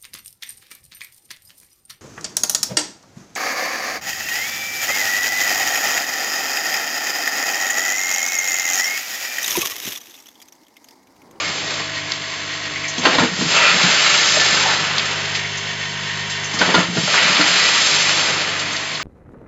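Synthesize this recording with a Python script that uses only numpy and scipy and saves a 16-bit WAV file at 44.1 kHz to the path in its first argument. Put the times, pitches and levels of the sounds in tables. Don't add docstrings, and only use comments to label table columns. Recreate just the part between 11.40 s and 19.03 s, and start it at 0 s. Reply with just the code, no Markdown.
import sys
import numpy as np
from scipy import signal
from scipy.fft import rfft, irfft
from scipy.io import wavfile
from scipy.ndimage import uniform_filter1d

SR = 44100
rng = np.random.default_rng(int(sys.argv[2]) if len(sys.argv) > 2 else 0)


def file_out(sig):
    cols = np.atleast_2d(sig).T
    lim = np.clip(cols, -1, 1)
    pcm = np.round(lim * 32767).astype(np.int16)
    wavfile.write(sys.argv[1], SR, pcm)


N = 336483

TIME = np.arange(N) / SR
FREQ_HZ = np.arange(N // 2 + 1) * SR / N + 1e-3
MAINS_HZ = 50.03
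CLACK_S, CYCLE_S, LEAD_S = 1.653, 3.558, 0.15


def undb(db):
    return 10 ** (np.asarray(db) / 20)


def unit(x):
    return x / np.sqrt(np.mean(x ** 2))


def colour(x, tone, peaks=()):
    hz, db = np.transpose(tone)
    gain_db = np.interp(np.log(FREQ_HZ), np.log(hz), db)
    for centre_hz, width_hz, boost_db in peaks:
        gain_db = gain_db + boost_db / (1 + ((FREQ_HZ - centre_hz) / (width_hz / 2)) ** 2)
    return irfft(rfft(x) * undb(gain_db), N)


def band(x, lo_hz, hi_hz):
    def below(hz):
        return 1 / (1 + (FREQ_HZ / hz) ** 6)
    power = np.abs(below(hi_hz) - below(lo_hz))
    return irfft(rfft(x) * np.sqrt(power), N)


def walk(rate):
    hold = int(SR / rate)
    steps = np.repeat(rng.standard_normal(N // hold + 1), hold)
    smooth = uniform_filter1d(uniform_filter1d(steps, hold), hold)[:N]
    return unit(smooth - uniform_filter1d(smooth, 4 * hold))


def add(out, start_s, sound):
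    i = int(start_s * SR)
    out[i:i + len(sound)] += sound[:N - i]


def grainy(rate, share, spread_db, smear_s):
    sizes = undb(spread_db * np.minimum(rng.exponential(size=N), 3))
    hits = (rng.random(N) < rate / SR) * sizes
    tail = np.exp(-np.arange(400) / (smear_s * SR))
    crackle = unit(signal.fftconvolve(hits, tail)[:N] * rng.standard_normal(N))
    return rng.standard_normal(N) + share * crackle


def played(x, levels_db, flicker_db, rate):
    out = np.zeros(N)
    shared = walk(rate)
    for db, (lo_hz, hi_hz) in zip(levels_db, [(60, 1000), (1000, 3000), (3000, 9000)]):
        flicker = shared + walk(2 * rate)
        out += unit(band(x, lo_hz, hi_hz)) * undb(db + flicker_db * flicker)
    return out


def burst(fall_s, hz, octaves):
    t = np.arange(int(0.2 * SR)) / SR
    edges_hz = [hz * 2 ** (-octaves / 2), hz * 2 ** (octaves / 2)]
    sos = signal.butter(2, edges_hz, "band", fs=SR, output="sos")
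    envelope = 0.0039 ** (t / fall_s) * (1 - np.exp(-t / (0.11 * fall_s)))
    sound = signal.sosfilt(sos, rng.standard_normal(len(t))) * envelope
    return sound / np.abs(sound).max()


# rush_bass_db, rush_middle_db,
# rush_treble_db, tube_ring_db, slide_db, shudder_db
CYCLE_OFFSETS = [(1, -10, 3.5, 8.5, -4, -1.5), (0, 0, .4, -1.5, 0.4, .4),
                 (-0.56, -1.7, -0.13, -1, 0.8, 0.4)]


def cycled(s, db, column, late_s=(0, 0, 0)):
    count, since_start = np.divmod(TIME - CLACK_S + LEAD_S, CYCLE_S)
    count = count.astype(int) + 1
    after_clack = since_start - LEAD_S - np.array(late_s)[count]
    return np.interp(after_clack, s, db) + np.array(CYCLE_OFFSETS)[count, column]


SHOP_T60_S, SHOP_DB = 0.3, -9


def workshop(near):
    t = np.arange(int(0.8 * SR)) / SR
    echo = rng.standard_normal(len(t)) * 1e-3 ** (t / SHOP_T60_S) * (t > 0.008)
    echo = undb(SHOP_DB) * echo / np.sqrt(np.sum(echo ** 2))
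    return signal.fftconvolve(near, echo)[:N]


# time_s, place (0 by the forming tube to 1 by the jaws)
PHONE_PATH = [(0, 0), (1.5, 0.063), (2.4, 0.089), (3.2, 0.91), (4, 0.88), (4.6, 1), (5.2, 0.92), (6.1, .15),
              (6.6, 0.62), (7.1, 0), (7.63, 0.05)]


def phone_place():
    return np.clip(np.interp(TIME, *np.transpose(PHONE_PATH)), 0, 1)


BUZZ_ORDERS = [2, 3, 4, 6, 8, 9, 11, 12, 13, 16, 17, 19, 21, 22, 30, 31, 33, 34, 40, 42, 46, 52, 55, 56, 58,
               60, 64, 67, 69, 70]
# by_tube_db, by_jaws_db
BUZZ_LEVELS = [(-48.5, -43.5), (-48, -42), (-62, -48.5), (-48.5, -68.5), (-57, -49), (-62.5, -55.5),
               (-73, -65.5), (-59.5, -67), (-47, -51), (-60.5, -58), (-69, -56), (-66, -44.5), (-52, -48.5),
               (-50, -51), (-56.5, -48.5), (-59, -49), (-56, -66), (-48, -47), (-48.5, -41), (-49.5, -59.5),
               (-51, -48), (-48.5, -50), (-51, -57.5), (-55.5, -44.5), (-50, -59.5), (-56.5, -44.5),
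               (-62, -47), (-51.5, -54.5), (-57, -43), (-45.5, -59.5)]
# after_clack_s, gain_db
BUZZ_SAG = [(-.15, 3.5), (.8, -7), (1.45, 3), (2.1, 3.5), (3.4, 4)]


def feeder_buzz(place):
    sag_db = np.interp(TIME - CLACK_S, *np.transpose(BUZZ_SAG), period=CYCLE_S)
    turn = 2 * np.pi * MAINS_HZ * TIME
    buzz = np.zeros(N)
    for order, (tube_db, jaws_db) in zip(BUZZ_ORDERS, BUZZ_LEVELS):
        db = tube_db + place * (jaws_db - tube_db) + 1.3 * walk(3)
        buzz += np.sqrt(2) * undb(db) * np.sin(order * turn + rng.uniform(0, 2 * np.pi))
    return buzz * undb(sag_db)


# by_tube_db, by_jaws_db
RATTLE_GAINS = (-25.5, -24.5)
# hz, level_db (per Hz)
RATTLE_TONE = [(18, -67), (30, -19.5), (69, -11.5), (90, -7.5), (150, -11), (270, -7.5), (500, -9.5),
               (800, -10), (1300, -5.5), (1900, -3), (3200, -3), (5000, -6), (7500, -9.5), (9700, -15)]
# pitch_hz, width_hz, by_tube_boost_db, by_jaws_boost_db
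TRAY_MODES = [(704, 48, 6.5, 8), (1010, 120, 5.5, 2.5), (1560, 74, 3, 7.5), (1610, 56, -1.5, -5),
              (1840, 22, -0.5, 17), (1883, 35, 11.5, 6.5), (2013, 130, 3.5, 2.5), (2192, 85, 6.5, 7.5),
              (2290, 55, 0.5, 4), (2740, 130, 0.5, 6), (3085, 70, 3.5, 10.5), (3410, 40, 3, 2.5),
              (4350, 400, 4, 3), (5300, 190, -2.5, 1.5), (5440, 140, 3.5, 5.5), (6250, 400, 3, 4),
              (7800, 91, 12.5, -10)]


def tray_rattle(place):
    mains_turns = MAINS_HZ * TIME
    rattle = np.zeros(N)
    for spot, share in enumerate([1 - place, place]):
        one_turn = rng.standard_normal(int(SR / MAINS_HZ))
        repeat = np.interp(mains_turns % 1 * len(one_turn), np.arange(len(one_turn)), one_turn)
        shake = grainy(600, 0.27, 3.2, 0.00066) + 0.31 * repeat
        modes = [(row[0], row[1], row[2 + spot]) for row in TRAY_MODES]
        rattle += np.sqrt(share) * unit(colour(shake, RATTLE_TONE, modes))
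    for lo_hz, hi_hz in [(1000, 2600), (2600, 5700), (5700, 9000)]:
        change = 0.08 * np.cos(2 * np.pi * mains_turns) + undb(0.85 * walk(26)) - 1
        rattle += band(rattle, lo_hz, hi_hz) * change
    return rattle * undb(np.interp(place, [0, 1], RATTLE_GAINS))


def feeder():
    place = phone_place()
    return feeder_buzz(place) + tray_rattle(place)


# start_s, peak_db, centre_hz, width_octaves, fall_s (48 dB)
TICKS = [(0.7194, -2.5, 4600, 0.87, 0.0087), (1.357, -14.5, 2160, 0.32, 0.065),
         (1.438, -16, 2140, 0.43, 0.083), (3.253, -9.5, 795, 0.59, 0.092), (3.28, -19, 1240, .26, 0.07),
         (3.312, -18, 920, .27, .04), (3.581, -2.5, 4400, 0.7, 0.019), (3.594, -5.5, 2780, 0.71, 0.022),
         (3.654, -11, 4320, 1.8, .04), (3.85, -15, 2400, .9, .04), (3.945, -10, 3300, 1.6, 0.09),
         (3.99, -19, 2800, .9, 0.036), (4.043, -14.5, 2010, 0.48, 0.054), (4.69, -18, 1830, .2, 0.11),
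         (4.70, -17, 3200, .75, 0.09), (4.895, -13.5, 5000, 1.6, 0.095), (5.188, -7, 4950, 0.47, 0.034),
         (5.44, -21, 2120, .2, .1), (5.74, -6, 1320, 0.56, 0.039), (5.778, -2.5, 1880, 0.91, .04),
         (6.535, -13, 2980, 1.4, .04), (7.004, -17, 2500, .8, 0.043), (7.192, -11, 5000, 1.2, 0.037),
         (7.345, -15.5, 1900, 0.25, 0.03), (7.362, -10.5, 4600, 1.1, 0.03), (7.55, -15, 4000, 0.66, .05),
         (7.597, -17.5, 1350, .3, 0.033)]


def ticks():
    out = np.zeros(N)
    for start_s, peak_db, hz, octaves, fall_s in TICKS:
        add(out, start_s, undb(peak_db) * burst(fall_s, hz, octaves))
    return out


# start_s, peak_db
PUFFS = [(1.478, -13), (1.578, -15.5), (4.168, -15.5), (5.039, -14.5), (5.137, -16), (7.317, -18)]


def puffs():
    out = np.zeros(N)
    for start_s, peak_db in PUFFS:
        add(out, start_s, undb(peak_db) * burst(fall_s=0.075, hz=6300, octaves=0.35))
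    return out


# start_s, peak_db
SQUEAKS = [(2.148, -20.5), (2.215, -16)]


def squeaks():
    out = np.zeros(N)
    for start_s, peak_db in SQUEAKS:
        add(out, start_s, undb(peak_db) * burst(fall_s=0.17, hz=602, octaves=0.18))
    return out


# start_s, peak_db, pitch_hz
THUMPS = [(1.581, -18.5, 248), (1.648, -22, 255), (1.804, -12, 181.4), (1.825, -8.5, 242.5),
          (1.849, -23, 235), (1.916, -22.5, 182), (1.984, -18, 187), (2.011, -13.5, 247),
          (2.049, -21.5, 163.4), (2.338, -20, 224), (2.436, -14, 186), (2.473, -20, 233), (3.125, -22, 250),
          (5.138, -20.5, 219), (5.206, -19, 257), (5.277, -18, 185), (5.358, -16, 180), (5.381, -12, 181.5),
          (5.445, -25, 169), (5.485, -17.5, 177), (5.559, -16, 236), (5.577, -11, 161), (5.63, -18.5, 191),
          (5.894, -18.5, 192), (5.994, -19.5, 192)]
THUMP_FALL_S = 0.093


def thumps():
    out, t = np.zeros(N), np.arange(int(0.4 * SR)) / SR
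    swell = (1 - np.exp(-t / 0.007)) * 0.0009 ** (t / THUMP_FALL_S)
    for start_s, peak_db, hz in THUMPS:
        wave = np.sin(2 * np.pi * hz * t)
        for ratio, share in [(0.72, 0.4), (1.35, 0.4), (1.9, 0.34)]:
            wave += share * np.sin(2 * np.pi * ratio * hz * t + rng.uniform(0, 2 * np.pi))
        thump = swell * wave
        add(out, start_s, undb(peak_db) * thump / np.abs(thump).max())
    return out


# after_clack_s, level_db
SHUDDER = [(-.1, -55.5), (0, -32.5), (.2, -37), (.8, -34.5), (1.15, -41), (1.9, -39), (2.4, -49),
           (3.4, -51)]
# hz, level_db (per Hz)
PANEL_TONE = [(60, -34.5), (110, -4), (150, 3.5), (220, 2), (330, -13.5), (520, -6), (900, -26.5)]


def shudder():
    panel = unit(colour(rng.standard_normal(N), PANEL_TONE)) * undb(2.0 * walk(16))
    return panel * undb(cycled(*np.transpose(SHUDDER), column=5))


# after_clack_s, bass_db, middle_db, treble_db, tube_ring_db
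RUSH = [(.27, -44, -44, -34, -73.5), (.36, -33, -37, -23, -62), (.44, -36.5, -29.5, -21.5, -39),
        (.5, -26.5, -21, -17.5, -24.5), (.56, -28.5, -16, -21, -23.5), (.68, -29, -15.5, -21.5, -24.5),
        (.8, -27.5, -17, -18.5, -32), (1.0, -30.5, -17.5, -18, -26.5), (1.25, -29.5, -23, -15.5, -28.5),
        (1.6, -29, -21.5, -20, -35), (1.75, -30, -25, -24.5, -38), (1.9, -34, -25.5, -30.5, -37.5),
        (2.32, -37.5, -33, -32, -49.5), (2.4, -48, -41.5, -41, -62)]
# hz, level_db (per Hz)
RUSH_TONE = [(120, -22.5), (200, -8.5), (340, -2), (673, 0.5), (1060, -1), (1350, 3.5), (2520, 4),
             (5130, 4.5), (5800, 4), (6440, 2.5), (7500, 3.5), (9750, -33), (16500, -120)]
RUSH_DELAYS = (-0.016, -.015, 0.013)
# centre_s, change_db, length_s (centre to 1/e of the change)
RUSH_DIPS = [(2.372, -6, 0.037), (2.566, -3.5, 0.058), (0.19, -7, 0.1), (2.911, -2.5, 0.068),
             (5.967, 0, 0.035), (4.5, -9, .07), (6.05, -1, .025)]
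# pitch_hz, width_hz, opening_rush_db, first_full_rush_start_db,
# first_full_rush_rest_db, second_full_rush_db
TUBE_MODES = [(597, 14, -9, -7, -12, -11), (956, 39, -7, -4, -26, -15.5), (1186, 81, 5, -14, -15.5, -7),
              (1345, 130, -3, 5.5, -1, -7), (1756, 28, -24, -5, 2.5, -10.5), (1785, 59, -7, -10, -10, -6),
              (1964, 40, -9, -3.5, -5.5, 0.5), (2154, 93, -1, -10.5, -0.5, -1),
              (2420, 28, -26, -9, -13.5, -6.5), (2450, 200, 3.5, 3, -7.5, -2.5), (2650, 66, -14, 4, -7, -7),
              (2780, 36, -10.5, -8.5, -5.5, -15.5), (2980, 74, 1, -17, -14, -4),
              (3230, 40, -9, -8.5, -15.5, -16.5), (3385, 11, -5, -13, -9.5, -6),
              (4040, 29, -4, -11, 4, -1.5), (4410, 83, -5, -6, -0.5, -5.5), (4980, 46, -9, -16, -2.5, -3),
              (6660, 95, -9, -22.5, -5, -15.5)]
DIP_RING = 2.2


def rush():
    stream = grainy(900, 0.54, 5.4, 0.0038)
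    spectrum, ring = rfft(stream), np.zeros(N)
    stretch = np.digitize(TIME, [1, 2.36, 4.5])
    for hz, width_hz, *levels_db in TUBE_MODES:
        resonance = 1 / (1 + 2j * (FREQ_HZ - hz) / width_hz) ** 1.39
        mode = unit(irfft(spectrum * resonance, N))
        ring += mode * undb(np.array(levels_db)[stretch] + 3.6 * walk(25))
    dip_db = np.zeros(N)
    for centre_s, change_db, length_s in RUSH_DIPS:
        dip_db += change_db * np.exp(-((TIME - centre_s) / length_s) ** 2)
    s, *curves = np.transpose(RUSH)
    bass_db, middle_db, treble_db, ring_db = (
        cycled(s, db, column=k, late_s=RUSH_DELAYS) for k, db in enumerate(curves))
    ring *= undb(ring_db + DIP_RING * dip_db - 10 * np.log10(len(TUBE_MODES)) / 2)
    levels_db = [bass_db, middle_db + dip_db, treble_db]
    return played(colour(stream, RUSH_TONE), levels_db, flicker_db=0.5, rate=40) + ring


# after_clack_s, level_db
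SLIDE = [(-.1, -41), (-.02, -28.5), (.006, -19.5), (.05, -23), (.095, -21), (.125, -24), (.14, -17),
         (.18, -22.5), (.235, -29), (.29, -46)]
# hz, level_db (per Hz)
SLIDE_TONE = [(120, -22), (200, 9.5), (447, 4.5), (748, 1), (1060, -2.5), (1290, -3.5), (2330, -3.5),
              (2760, -5), (5710, -10), (7500, -10.5), (9750, -37), (16500, -120)]
# bass_db, middle_db, treble_db
SLIDE_BANDS = (-5.5, -1.5, -2.5)


def jaw_slide():
    s, db = np.transpose(SLIDE)
    s = np.r_[s[0] - 0.02, s, s[-1] + 0.02]
    db = np.r_[-90, db, -90]
    slide_db = cycled(s, db, column=4)
    scrape = colour(grainy(900, 0.5, 3.0, 0.002), SLIDE_TONE)
    return played(scrape, [slide_db + offset for offset in SLIDE_BANDS], flicker_db=1.0, rate=30)


# (per octave, tilting the modes about 1 kHz)
BLOWS = [(0.398, -18, 1), (1.581, -10, 6), (1.637, -12.5, 6.5), (1.653, 2.5, 3), (1.666, -3.5, -1.8),
         (1.75, -6, 3), (1.783, 2, -0.2), (1.79, -7.5, 5), (1.8, -7.5, -2.5), (1.819, -8, 1.5),
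         (2.01, -10, -1.5), (2.97, -9.5, -5), (5.138, -11, 6.5), (5.214, 1, 1), (5.224, -4, 3),
         (5.288, -11, 0), (5.342, 1.5, 3), (5.349, -2, 3.5), (5.379, -3.5, -4), (5.429, -11, 10),
         (5.57, -7.5, -1), (5.676, -7, 2.5), (5.992, -12, -11), (6.009, -1, 3.5)]
# pitch_hz, level_db, free_t60_s
JAW_MODES = [(277, -4, 0.12), (420, -4, 0.077), (480, -2, 0.095), (638, 5, 0.07), (744, 0.5, 0.023),
             (867, -2.5, 0.13), (1040, 2, 0.072), (1163, -6.5, 0.062), (1351, -4.5, 0.23),
             (1420, 3.5, 0.055), (1631, -1, 0.062), (1880, 3, 0.069), (2195, -5.5, 0.062),
             (2710, -2, 0.027), (2873, -4, 0.077), (3133, -2, 0.031), (3460, 2.5, 0.031),
             (3980, -4.5, 0.07), (4350, -8, 0.11), (4900, -4.5, 0.042), (6150, -12.5, 0.039)]
RING = 0.92
CONTACT_S = 0.00099


def jaw_blows():
    out, t = np.zeros(N), np.arange(int(0.25 * SR)) / SR
    hz, db, free_t60_s = np.repeat(JAW_MODES, 3, axis=0).T[:, :, None]
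    decay = np.exp(-np.log(1000) * t / (RING * free_t60_s))
    for start_s, peak_db, bright_db in BLOWS:
        level, detune, phase = rng.standard_normal((3, len(hz), 1))
        gain = undb(db + 5.3 * level + bright_db * np.log2(hz / 1000))
        wave = np.sin(2 * np.pi * hz * (1 + 0.05 * detune) * t + 3 * phase)
        modes = (gain * wave * decay).sum(axis=0)
        crack = np.diff(rng.standard_normal(len(t)), prepend=0) * np.exp(-t / 0.0029)
        blow = unit(modes) + 1.5 * undb(bright_db) * crack
        blow = blow * (1 - np.exp(-t / CONTACT_S))
        add(out, start_s, undb(peak_db) * blow / np.abs(blow).max())
    return out


def scene():
    jaws = jaw_slide() + jaw_blows()
    frame = thumps() + shudder()
    small_sounds = ticks() + puffs() + squeaks()
    near = jaws + frame + small_sounds + rush()
    return (near + workshop(near) + feeder())[None]


# hz, level_db
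MIC_TONE = [(20, -4.5), (60, -1.5), (110, -0.24), (20000, -1.75)]
# centre_hz, width_hz, gain_db
MIC_NOTCHES = [(5700, 330, -8), (5735, 70, -10), (6900, 90, -14)]
TOP_HZ = 7560


def record(dry):
    x = colour(dry[0], MIC_TONE, MIC_NOTCHES)
    x = x / (1 + (x / 0.86) ** 4) ** 0.25
    top_cut = signal.ellip(12, 0.3, 60, TOP_HZ, fs=SR, output="sos")
    return signal.sosfilt(top_cut, x)[None]


dry = scene()
out = record(dry)
file_out(out)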